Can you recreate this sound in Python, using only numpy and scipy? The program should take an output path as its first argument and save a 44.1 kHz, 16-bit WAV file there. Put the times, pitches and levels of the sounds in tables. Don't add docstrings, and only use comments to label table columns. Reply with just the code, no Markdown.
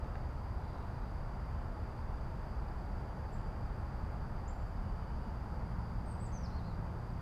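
import sys
import numpy as np
from scipy import signal
from scipy.fft import rfft, irfft, next_fast_len
from scipy.io import wavfile

SR = 44100
rng = np.random.default_rng(int(sys.argv[2]) if len(sys.argv) > 2 else 0)


def store_pcm(level_fs):
    pcm = np.round(np.clip(level_fs, -1, 1) * 32767).astype(np.int16)
    wavfile.write(sys.argv[1], SR, np.atleast_2d(pcm).T)


N = 317961
TIME = np.arange(N) / SR


def gain_of(db):
    return 10 ** (np.asarray(db) / 20)


def evened(x):
    return x / np.sqrt(np.mean(x ** 2) + 1e-20)


def add(mix, start_s, sound):
    part = mix[max(round(start_s * SR), 0):][:len(sound)]
    part += sound[:len(part)]


def noise(spectrum):
    size = next_fast_len(N)
    hz, db = np.transpose(spectrum)
    f = np.fft.rfftfreq(size, 1 / SR) + 1e-3
    outside = np.minimum(f / hz[0], 1) * np.minimum(hz[-1] / f, 1)
    gain = gain_of(np.interp(np.log(f), np.log(hz), db)) * outside ** 2
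    white = rng.standard_normal(size)
    return evened(irfft(rfft(white) * gain, size)[:N])


def drift(per_s):
    knots = np.arange(0, TIME[-1] + 2 / per_s, 1 / per_s)
    values = rng.standard_normal(N)[:len(knots)]
    return evened(np.interp(TIME, knots, values))


def trees(x, t60, first_s):
    t = TIME[:SR]
    echoes = rng.standard_normal(SR) * (rng.random(SR) < 2000 / SR)
    echoes *= gain_of(-60 * t / t60) * (t > first_s)
    return signal.fftconvolve(x, echoes / np.linalg.norm(echoes))[:N]


# frequency in Hz, relative strength in dB per Hz.
HISS = [(1000, 4.5), (2500, 0.5), (3800, 0.5), (5600, -2.5), (7500, -6), (10000, -8), (15000, -12)]


def air():
    return gain_of(-73.0) * noise(HISS)


# frequency in Hz, relative strength in dB per Hz.
RUMBLE = [(10, -15.5), (26, -1), (42, 0.5), (72, 1), (97, -5.5), (125, -6.5), (170, -13.5), (230, -17),
          (300, -26.5), (500, -40)]
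RUSH = [(120, -17), (300, -2), (480, -2.5), (700, -1.5), (880, 0.5), (1100, -4.5), (1350, -6.5),
        (1700, -13), (2200, -20), (3000, -29), (5000, -44.5)]
MOTOR = [(90, -26), (125, -9.5), (185, 0.5), (222, -4), (265, -14), (400, -32.5)]
# multiple of the firing rate, average level in dB relative to the other tones.
HUM = [(2, -2.5), (3, -5.5), (4, -17.5)]
# time in seconds, level in dB before a small lift and wander.
TYRES = [(0.25, -50.5), (0.36, -52), (1.94, -51), (2.79, -51.5), (3.46, -51), (7.0, -52)]
FIRING_HZ = 56.83
NEAREST_S, PASS_S = 5.77, 1.35
PULL_S, PULL_RISE_S, COAST_DB, PULL_DB = 5.0, .8, -68.5, -48.5


def traffic():
    rumble = gain_of(-40) * noise(RUMBLE)

    nearness = 1 / np.hypot(1, (TIME - NEAREST_S) / PASS_S)
    roar = nearness * gain_of(-52) * noise(MOTOR)

    firings = np.cumsum(FIRING_HZ * (1 + 0.00611 * drift(per_s=5))) / SR
    tones = np.zeros(N)
    for multiple, db in HUM:
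        level = gain_of(db + 2.0 * drift(per_s=4))
        tones += level * np.sin(2 * np.pi * (multiple * firings + rng.random()))
    pull = np.clip((TIME - PULL_S) / PULL_RISE_S, 0, 1)
    hum = gain_of(COAST_DB + (PULL_DB - COAST_DB) * pull) * evened(tones)

    rush_db = np.interp(TIME, *np.transpose(TYRES))
    rush = gain_of(rush_db + 0.55 + 0.3 * drift(per_s=7)) * noise(RUSH)
    return rumble + roar + hum + rush


def cricket(hz, strokes_per_s, db, closing=.52, sag_hz=260, waver_hz=45):
    stroke = np.cumsum(strokes_per_s * (1 + .012 * drift(per_s=4))) / SR % 1
    along = np.minimum(stroke / closing, 1)
    pitch = hz + sag_hz * (.5 - along) + waver_hz * drift(per_s=120)
    tone = np.sin(np.pi * along) * np.sin(2 * np.pi * np.cumsum(pitch) / SR)
    return gain_of(db + 0.55 * drift(per_s=20)) * evened(tone)


# average wing pitch in Hz, average wing strokes per second,
# level in dB before the direct and echo levels below and a small wander.
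CRICKETS = [(4746, 30, -79.5), (4734, 84.3, -82.5), (4820, 77.3, -83)]
# frequency in Hz, relative strength in dB per Hz.
CHORUS = [(4100, -30), (4350, -7.5), (4550, -0.5), (4730, -3), (4920, -1), (5100, -8.5), (5400, -20)]


def insects():
    near = sum(cricket(*row) for row in CRICKETS)
    direct = gain_of(-2.0) * near
    echo = gain_of(-8.5) * trees(near, t60=.4, first_s=0.0078)
    far = gain_of(-76.0 + .5 * drift(per_s=6)) * noise(CHORUS)
    return direct + echo + far


# start in seconds, length in seconds, middle pitch in Hz, typical pitch swing in Hz,
# random pitch turns per second, level in dB before the echoes.
FAR_BIRDS = [(0.549, 0.28, 3930, 318, 111, -77.5), (.85, 0.22, 4020, 119, 58.7, -83),
             (4.624, .55, 2990, 60, 39.6, -82), (5.193, .05, 2920, 50, 60, -77)]


def far_birds():
    song = np.zeros(N)
    for start_s, length_s, hz, swing_hz, turns_per_s, db in FAR_BIRDS:
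        pitch = hz + swing_hz * drift(turns_per_s)[:int(length_s * SR)]
        fade = signal.windows.tukey(len(pitch), .5)
        tone = np.sin(2 * np.pi * np.cumsum(pitch) / SR) * fade
        add(song, start_s, gain_of(db) * evened(tone))
    return trees(song, t60=0.63, first_s=0.0054)


# start in seconds, level in dB, brightness in dB per octave above the lowest ringing tone.
TICKS = [(.044, -66, 3), (.155, -49.5, -6), (0.783, -66.5, 3)]
# frequency in Hz, level in dB relative to the tick, time in seconds to die by 60 dB.
ROD = [(1580, 3, .025), (1950, 2, 0.017), (2370, -1, .018), (2750, -2, 0.016), (3720, -2, 0.011),
       (6270, -8, .014)]


def rod():
    out, t = np.zeros(N), TIME[:SR // 10]
    for start_s, db, bright_db in TICKS:
        for k, (hz, mode_db, t60) in enumerate(ROD):
            level_db = db + mode_db + bright_db * np.log2(hz / ROD[0][0])
            ring = gain_of(level_db - 60 * t / t60) * np.sin(2 * np.pi * hz * t)
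            add(out, start_s, (-1) ** k * ring)
    return out


ATTACK_S, RELEASE_S = 0.0084, 0.0068
GLIDE_S = .009


def whistle(length_s, hz, scoop_hz, fall_hz, lean, db, swell_db, flutter):
    t = np.arange(0, length_s, 1 / SR)
    scoop = scoop_hz * np.exp(-t / (GLIDE_S * lean))
    fall = fall_hz * np.exp((t - length_s) / (GLIDE_S / lean))
    pitch = (hz - scoop - fall) * (1 + flutter * drift(per_s=400)[:len(t)])
    gate = np.clip(np.minimum(t / ATTACK_S, (length_s - t) / RELEASE_S), 0, 1)
    level = gate * gain_of(db + swell_db * (t / length_s - .5))
    return np.sqrt(2) * level * np.sin(2 * np.pi * np.cumsum(pitch) / SR)


# start in seconds, length in seconds, held pitch in Hz, scoop up to it in Hz,
# fall at the end in Hz, lean (over 1 is a slow scoop and quick fall), level in dB mid-note,
# swell over the note in dB, flutter as a share of the pitch, extra level of the direct sound in dB.
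NOTES = [ (3.321, .036, 7850, 800, 750, 1.1, -67.5, 0, .026, -9),
         (4.475, .028, 7500, 2100, 0, .55, -61, -6, .004, -0.5),
         (6.054, 0.08, 8530, 500, 1000, 1.35, -66.5, 10, 0.0043, -4),
         (6.195, .077, 8170, 898.5, 2200, 1.3, -64, 4, .01, -1),
         (6.320, .067, 6490, 1500, 950, .35, -60.5, 7, .012, -1.5),
         (6.428, .040, 5850, -3, 2100, .65, -59, 5, .01, -2),
         (6.500, .102, 4330, 900, 1150, 1.14, -68, 2, .025, -5),
         (6.63, .088, 4320, 1000, 1100, 1.3, -68, -1, 0.037, -6), ]


def near_bird():
    song, direct = np.zeros(N), np.zeros(N)
    for start_s, *shape, direct_db in NOTES:
        note = whistle(*shape)
        add(song, start_s, note)
        add(direct, start_s, gain_of(direct_db) * note)
    leaves = gain_of(-6.0) * trees(song, t60=0.11, first_s=.002)
    bank = gain_of(-8) * trees(song, t60=0.54, first_s=0.013)
    return direct + leaves + bank


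def scene():
    background = air() + traffic() + insects()
    return (background + far_birds() + rod() + near_bird())[None]


EDGE_HZ = 15200


def record(dry):
    low_pass = signal.firwin(511, EDGE_HZ, window=("kaiser", 9), fs=SR)
    return signal.oaconvolve(dry, low_pass[None], "same")


dry = scene()
out = record(dry)
store_pcm(out)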